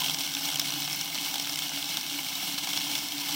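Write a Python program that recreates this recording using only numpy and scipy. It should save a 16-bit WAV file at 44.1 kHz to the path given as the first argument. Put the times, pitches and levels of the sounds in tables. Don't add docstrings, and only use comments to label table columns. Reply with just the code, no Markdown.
import sys
import numpy as np
from scipy import signal
from scipy.fft import rfft, irfft
from scipy.io import wavfile
from scipy.ndimage import uniform_filter1d

SR = 44100
rng = np.random.default_rng(int(sys.argv[2]) if len(sys.argv) > 2 else 0)


def makeup_ratio(level_db):
    decades = np.asarray(level_db, float) / 20
    return 10 ** decades


def generate_wav(signal):
    frames = np.transpose(np.atleast_2d(signal))
    scaled = np.clip(frames, -1, 1) * 32767
    pcm = np.round(scaled).astype(np.int16)
    wavfile.write(sys.argv[1], SR, pcm)


N = 147735

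# start in seconds, level in dB (rms), ring in Hz,
# length in ms, treble share in dB.
CRACKS = [(0.0422, -24.2, 2930, 4.2, -11.0), (0.061, -24.3, 3010, 2.5, -11.0),
          (0.0827, -26.7, 2820, 3.0, -13.0), (0.0956, -22.7, 3320, 3.6, -13.0),
          (0.107, -28.1, 3830, 2.4, -9.0), (0.1379, -28.7, 5300, 2.2, -9.0),
          (0.1442, -24.7, 5580, 2.6, -9.0), (0.2069, -27.4, 3210, 2.8, -9.0),
          (0.3493, -23.9, 3850, 2.6, -13.0), (0.3676, -26.6, 2240, 3.1, -13.0),
          (0.4874, -26.3, 3210, 2.9, -10.0), (0.5017, -27.6, 3730, 2.1, -8.0),
          (0.5569, -23.9, 3190, 2.5, -7.0), (0.5956, -19.2, 5380, 3.7, -7.0),
          (0.7041, -26.8, 5990, 2.8, -13.0), (0.7371, -27.8, 3290, 2.7, -8.0),
          (0.82, -26.0, 3980, 3.2, -11.0), (0.9292, -24.9, 5380, 2.7, -10.0),
          (1.011, -23.8, 5470, 2.6, -6.0), (1.1457, -28.9, 5600, 2.6, -7.0),
          (1.1519, -27.7, 4160, 3.1, -12.0), (1.1841, -28.1, 2890, 3.2, -11.0),
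          (1.341, -27.1, 3320, 3.0, -7.0), (1.3561, -24.9, 3290, 2.5, -11.0),
          (1.397, -25.5, 5360, 2.8, -12.0), (1.4937, -27.6, 5230, 2.6, -10.0),
          (1.5575, -26.0, 5710, 2.6, -8.0), (1.5884, -26.0, 3340, 2.9, -5.0),
          (1.6209, -26.1, 3420, 3.6, -15.0), (1.6929, -28.4, 5900, 2.5, -10.0),
          (1.7596, -29.1, 3060, 3.5, -5.0), (1.8249, -28.2, 3360, 4.3, -11.0),
          (1.97, -22.5, 3470, 2.8, -10.0), (2.3531, -28.1, 3850, 2.6, -7.0),
          (2.6721, -27.8, 2170, 3.3, -11.0), (2.7316, -26.0, 3040, 4.6, -11.0),
          (2.7737, -22.7, 3490, 3.1, -15.0), (2.9524, -23.0, 3490, 2.7, -13.0),
          (2.9872, -28.7, 5380, 4.2, -6.0), (3.3232, -27.6, 5490, 2.7, -8.0)]
# start in seconds, level in dB (rms), ring in Hz.
CHIPS = [(0.0036, -27.8, 3210), (0.0169, -28.1, 3270), (0.0351, -27.9, 3080), (0.1856, -28.9, 5400),
         (0.2135, -29.1, 5360), (0.2347, -29.8, 5490), (0.2468, -31.4, 3640), (0.3376, -29.4, 5470),
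         (0.4538, -29.4, 3510), (0.5232, -30.8, 2860), (0.5428, -28.3, 3400), (0.5725, -29.7, 4740),
         (0.615, -29.0, 3250), (0.6732, -30.9, 3450), (0.6832, -28.4, 3470), (0.7211, -29.0, 3290),
         (0.8001, -30.7, 5640), (0.8338, -31.1, 3730), (0.843, -30.7, 5450), (0.8493, -29.8, 3140),
         (0.8762, -29.5, 4180), (0.897, -30.9, 3230), (0.945, -30.3, 5450), (1.0575, -31.6, 3640),
         (1.0997, -30.9, 3400), (1.1763, -31.1, 2240), (1.2105, -31.1, 3190), (1.2193, -30.3, 3100),
         (1.2466, -31.3, 2990), (1.2596, -30.2, 3470), (1.3111, -30.7, 5490), (1.3806, -28.7, 4200),
         (1.4224, -31.2, 5880), (1.445, -30.1, 3980), (1.4547, -30.9, 3450), (1.4714, -30.5, 2200),
         (1.531, -31.0, 5660), (1.6817, -30.8, 4330), (1.8422, -29.7, 4310), (1.8898, -31.6, 3080),
         (1.942, -28.7, 3360), (2.0105, -31.3, 5380), (2.03, -31.3, 2990), (2.0648, -30.3, 3340),
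         (2.0954, -32.0, 3360), (2.1235, -31.4, 5920), (2.1292, -31.4, 3470), (2.2462, -31.6, 3290),
         (2.2859, -30.1, 4290), (2.5798, -29.0, 4160), (2.7658, -30.0, 3400), (2.8076, -29.8, 3750),
         (2.8156, -30.2, 3790), (2.8399, -29.5, 4010), (2.9136, -29.0, 4160), (2.9347, -30.7, 2950),
         (2.9794, -30.1, 3360), (3.12, -31.1, 3140), (3.1799, -30.6, 3550), (3.308, -29.6, 3790)]
# start in seconds, level in dB (rms), ring in Hz.
FAINT_CHIPS = [(0.3184, -32.2, 5380), (0.4076, -32.3, 5430), (0.5144, -32.0, 5530), (0.5323, -31.9, 5230),
               (0.5864, -31.6, 4310), (0.6567, -31.6, 2200), (0.8277, -31.2, 5250), (0.9078, -32.3, 5340),
               (1.5222, -31.2, 5940), (1.538, -31.9, 3080), (1.5728, -32.0, 2170), (1.8565, -31.9, 5300),
               (1.9763, -31.5, 3400), (2.2314, -32.1, 2860), (2.5233, -31.8, 2220), (2.5427, -31.7, 4440),
               (2.6913, -31.4, 3120), (2.702, -31.5, 3120), (2.7422, -31.4, 3170), (2.7598, -31.2, 3380),
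               (2.8004, -30.9, 5340), (2.8577, -31.8, 3380), (2.9002, -31.4, 2950), (3.0852, -31.6, 5430)]


def rms_one(x):
    return x / np.sqrt(np.mean(x ** 2) + 1e-20)


def in_time(rows):
    s, *columns = np.transpose(rows)
    return [np.interp(np.arange(N) / SR, s, c) for c in columns]


def drift(rate_hz):
    r = np.exp(-2 * np.pi * rate_hz / SR)
    slow = signal.lfilter([1], [1, -2 * r, r * r], rng.standard_normal(N + SR))
    return rms_one(slow[SR:])


def butter(x, order, hz, kind):
    return signal.sosfilt(signal.butter(order, hz, kind, fs=SR, output="sos"), x)


def resonance(x, hz, width_hz):
    r = np.exp(-np.pi * width_hz / SR)
    poles = [1, -2 * r * np.cos(2 * np.pi * hz / SR), r * r]
    return signal.lfilter([(1 - r * r) / 2, 0, (r * r - 1) / 2], poles, x)


def octave(x, hz):
    return butter(x, 1, [hz / np.sqrt(2), min(hz * np.sqrt(2), .48 * SR)], "band")


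def bowl(x):
    # frequency in Hz, width in Hz, gain in dB.
    modes = [(172, 122, 12.5), (486, 490, -6.5), (791, 340, 12.5), (1533, 150, 3.5), (1934, 73, -16),
             (2235, 357, 8.5), (2394, 49, -25), (3153, 1590, 14), (4200, 890, 4), (5615, 1260, 9.5),
             (8120, 1600, 3.5), (9170, 1900, -0.5), (11600, 610, -2), (14680, 3000, 7.5)]
    sos = [signal.butter(2, 114, "high", fs=SR, output="sos")[0]]
    for hz, width_hz, db in modes:
        a, g, c = np.tan(np.pi * width_hz / SR), makeup_ratio(db / 2), -2 * np.cos(2 * np.pi * hz / SR)
        peak = np.array([1 + a * g, c, 1 - a * g, 1 + a / g, c, 1 - a / g])
        sos.append(peak / (1 + a / g))
    impulse = np.eye(1, SR)[0]
    energy = np.sum(signal.sosfilt(sos, impulse) ** 2)
    return signal.sosfilt(sos, x) / np.sqrt(energy)


def kitchen(x):
    t60_s, wall_cut_hz = 0.22, 2140
    out, dull = np.zeros(N), np.exp(-2 * np.pi * wall_cut_hz / SR)
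    lags = (rng.uniform(0.0073, .03, 10) * SR).astype(int)
    for k, lag in enumerate(lags):
        loop, gain, state = x.copy(), makeup_ratio(-60 * lag / SR / t60_s), [0.]
        for i in range(lag, N, lag):
            back, state = signal.lfilter([gain * (1 - dull)], [1, -dull], loop[i - lag:i], zi=state)
            loop[i:i + lag] += back[:N - i]
        out += (loop - x) * (-1) ** k
    return out


def motor():
    # time in seconds, level in dB.
    unbalance = [
        (0.0, -52),
        (0.16, -51),
        (0.33, -67),
        (0.53, -52),
        (0.95, -50),
        (1.12, -64),
        (3.35, -66),
    ]
    # time in seconds, frequency in Hz, level in dB.
    housing = [
        (0.0, 272.8, -47),
        (0.89, 287, -46),
        (1.06, 296.8, -48.5),
        (1.15, 282, -47.5),
        (1.81, 288.5, -48),
        (2.17, 288, -45.5),
        (2.29, 271.7, -56.5),
        (2.41, 287.5, -48.5),
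        (3.35, 289.1, -43.5),
    ]
    shaft_hz, shaft_wobble_hz, shaft_db = 145.8, 3.04, 1.5
    hum_wobble_hz, throb_db, rough_db, rough_width_hz = 5, 3.8, -3.5, 55
    judder_db, rumble_db, rumble_hz = -59.5, -73.5, 73.5

    unbalance_db, = in_time(unbalance)
    hum_hz, hum_db = in_time(housing)
    shaft_phase = 2 * np.pi * np.cumsum(shaft_hz + shaft_wobble_hz * drift(7.8)) / SR
    shaft = makeup_ratio(unbalance_db + shaft_db) * np.sin(shaft_phase)

    throb = makeup_ratio(throb_db * drift(18))
    line = throb * np.sin(2 * np.pi * np.cumsum(hum_hz + hum_wobble_hz * drift(12.55)) / SR)
    skirt = rng.standard_normal(N)
    for _ in range(2):
        skirt = resonance(skirt, hum_hz.mean(), rough_width_hz)
    hum = makeup_ratio(hum_db) * rms_one(rms_one(line) + makeup_ratio(rough_db) * rms_one(skirt))

    rumble = butter(rng.standard_normal(N), 2, [rumble_hz / 2, rumble_hz * 2], "band")
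    judder = resonance(rng.standard_normal(N), shaft_hz, rough_width_hz / 2)
    return np.sqrt(2) * shaft + makeup_ratio(judder_db) * rms_one(judder) + hum + makeup_ratio(rumble_db) * rms_one(rumble)


def knocks():
    # start in seconds, level in dB (rms).
    throws = [(0.027, -39.3), (0.061, -42.8), (0.446, -44.1), (0.488, -43.2), (0.524, -41.5),
              (0.587, -42.9), (0.698, -42.6), (0.721, -41.6), (0.875, -41.1), (1.154, -41.6),
              (1.263, -43.8), (1.338, -41.4), (1.36, -43.8), (1.467, -43.0), (1.491, -42.3), (1.716, -40.8),
              (1.772, -41.4), (1.969, -38.5), (2.578, -42.2), (2.668, -40.1), (2.734, -42.2),
              (2.771, -43.7), (3.292, -42.7)]
    length_ms, cut_hz = 6, 1500
    out, ms_since = np.zeros(N + SR), 1000 * np.arange(SR // 20) / SR
    envelope = ms_since * np.exp(-2 * ms_since / length_ms)
    bursts = rng.choice([-1., 1.], (len(throws), len(ms_since))) * envelope
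    bursts = butter(bowl(bursts), 2, [cut_hz / 3, cut_hz], "band")
    for (s, db), burst in zip(throws, bursts):
        i = int(s * SR)
        loudest = np.sqrt(uniform_filter1d(burst ** 2, size=500).max())
        out[i:i + len(burst)] += makeup_ratio(db) * burst / loudest
    return out[:N]


def crumbs():
    # time in seconds, level in dB.
    whirl = [(0, -28), (.1, -32.5), (.14, -35), (.21, -31.5), (.3, -35), (.5, -32), (.74, -33),
             (.98, -33.5), (1.2, -33.5), (1.4, -33), (1.7, -34.5), (1.93, -32.5), (2.06, -34), (2.4, -33.5),
             (2.75, -32), (2.97, -31.5), (3.04, -34), (3.35, -32)]
    # frequency in Hz, width in Hz, level in dB.
    wall_rings = [(681, 47, 9), (818, 45, 7), (1003, 41, 11), (1550, 280, -1), (2230, 470, 6.5),
                  (2910, 73, 5.5), (3630, 117, -14), (4230, 530, 2.5), (5250, 180, 6.5), (6000, 290, 4.5),
                  (7850, 1900, -3), (15200, 1350, 2.5)]
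    powder_db, flicker_db, patch_db = -1.5, 1.5, 0.5
    ticks_per_s, spread_db, tick_ms, tick_db, clump_db = 900, 3, 0.99, -4, .8
    ringing_db = 6.5 + 15.5
    follow = 0.4
    finer_db_per_s = -1.5
    lull_db, lull_ms = -8, 5

    t = np.arange(N) / SR
    level_db, = in_time(whirl)
    together, powder, white = drift(23), 0, rng.standard_normal(N)

    born = rng.random(N) < ticks_per_s * makeup_ratio(clump_db * drift(18)) / SR
    sizes = born * makeup_ratio(spread_db * np.minimum(rng.exponential(1, N), 1.6))
    dealt = rng.integers(0, len(wall_rings), N)
    fall = np.exp(-1000 / (tick_ms * SR))
    swell = [1, -2 * fall, fall ** 2]
    broad = white * signal.lfilter([1], swell, sizes)
    ringing = 0
    for k, (hz, width_hz, db) in enumerate(wall_rings):
        strikes = white * signal.lfilter([1], swell, sizes * (dealt == k))
        ringing = ringing + makeup_ratio(db) * resonance(strikes, hz, width_hz)
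    ticks = rms_one(broad + makeup_ratio(ringing_db) * ringing)

    for hz in 72 * 2. ** np.arange(9):
        flicker = makeup_ratio(flicker_db * together + patch_db * drift(28))
        powder = powder + octave(rng.standard_normal(N), hz) * flicker

    lull = 0
    for s, *_ in list(CRACKS) + list(CHIPS) + list(FAINT_CHIPS):
        lull = lull + np.exp(-((s - t) * 1000 / lull_ms - .5) ** 2)
    coarse_db = tick_db + follow * (level_db - level_db.mean()) + finer_db_per_s * t + lull_db * lull
    return bowl(makeup_ratio(level_db) * (makeup_ratio(powder_db) * rms_one(powder) + makeup_ratio(coarse_db) * ticks))


def cracks():
    crack_db, ring_db, ring_width_hz, snap_db, snap_ms = .6, -2, 600, -4, .5
    small_ms, rise_ms, fall_ms, small_treble_db, treble_hz = 2.8, .3, 1.6, -9, 7500
    small = [(*row, small_ms, small_treble_db) for row in list(CHIPS) + list(FAINT_CHIPS)]
    pieces = np.array(list(CRACKS) + small)
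    out, ms_since = np.zeros(N + SR), 1000 * np.arange(SR // 40) / SR

    white = rng.choice([-1., 1.], (len(pieces), len(ms_since))) * np.minimum(ms_since / rise_ms, 1)
    snap = makeup_ratio(snap_db) * np.exp(-ms_since / snap_ms)
    splinter = np.exp(-np.maximum(ms_since - pieces[:, 3:4] + rise_ms, 0) / fall_ms)
    bursts = bowl(white * (snap + splinter))
    low, high = butter(bursts, 4, treble_hz, "low"), butter(bursts, 4, treble_hz, "high")

    for (s, db, hz, _, treble_db), body, treble in zip(pieces, low, high):
        body = rms_one(body) + makeup_ratio(ring_db) * rms_one(resonance(body, hz, ring_width_hz))
        treble = treble * np.exp(-ms_since / small_ms)
        burst = rms_one(body) + makeup_ratio(treble_db) * rms_one(treble)
        i = int(s * SR)
        loudest = np.sqrt(uniform_filter1d(burst ** 2, size=110).max())
        out[i:i + len(burst)] += makeup_ratio(db + crack_db) * burst / loudest
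    return out[:N]


def scene():
    grind = crumbs() + cracks() + knocks()
    mono = grind + makeup_ratio(-17.5) * kitchen(grind) + motor()
    return np.tile(mono, (2, 1))


def band_limit(x):
    return signal.sosfilt(signal.butter(12, 16910, fs=SR, output="sos"), x)


def record(dry):
    # centre in seconds, half length in seconds, side below mid in dB.
    partings = [(0.116, 0.024, -10.5), (.477, 0.027, -13), (1.343, 0.041, -10.5), (1.502, 0.024, -12),
                (1.735, 0.021, -12), (1.89, 0.038, -12.5), (1.992, 0.017, -16), (2.353, 0.026, -12),
                (2.438, 0.02, -11), (2.91, 0.032, -13.5), (2.951, 0.023, -10), (3.148, 0.036, -15),
                (3.35, 0.021, -15)]
    bands, parted_share = 90, .65
    t, colour, side = np.arange(N) / SR, np.abs(rfft(dry[0])), 0
    band = (bands * np.sqrt(np.linspace(0, 1, len(colour)))).astype(int)
    scrambled = colour * np.exp(2j * np.pi * rng.random(len(colour)))
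    parted = rng.random((len(partings), bands + 1)) < parted_share
    for (s, half, db), open_bands in zip(partings, parted):
        window = np.cos(np.pi / 2 * np.clip((t - s) / half, -1, 1)) ** 2
        side = side + makeup_ratio(db + 1.0) * window * irfft(scrambled * open_bands[band], N)
    top_cut = signal.ellip(10, .5, 45, 15900, fs=SR, output="sos")
    return band_limit(signal.sosfilt(top_cut, dry + side * [[1], [-1]]))


dry = scene()
out = record(dry)
generate_wav(out)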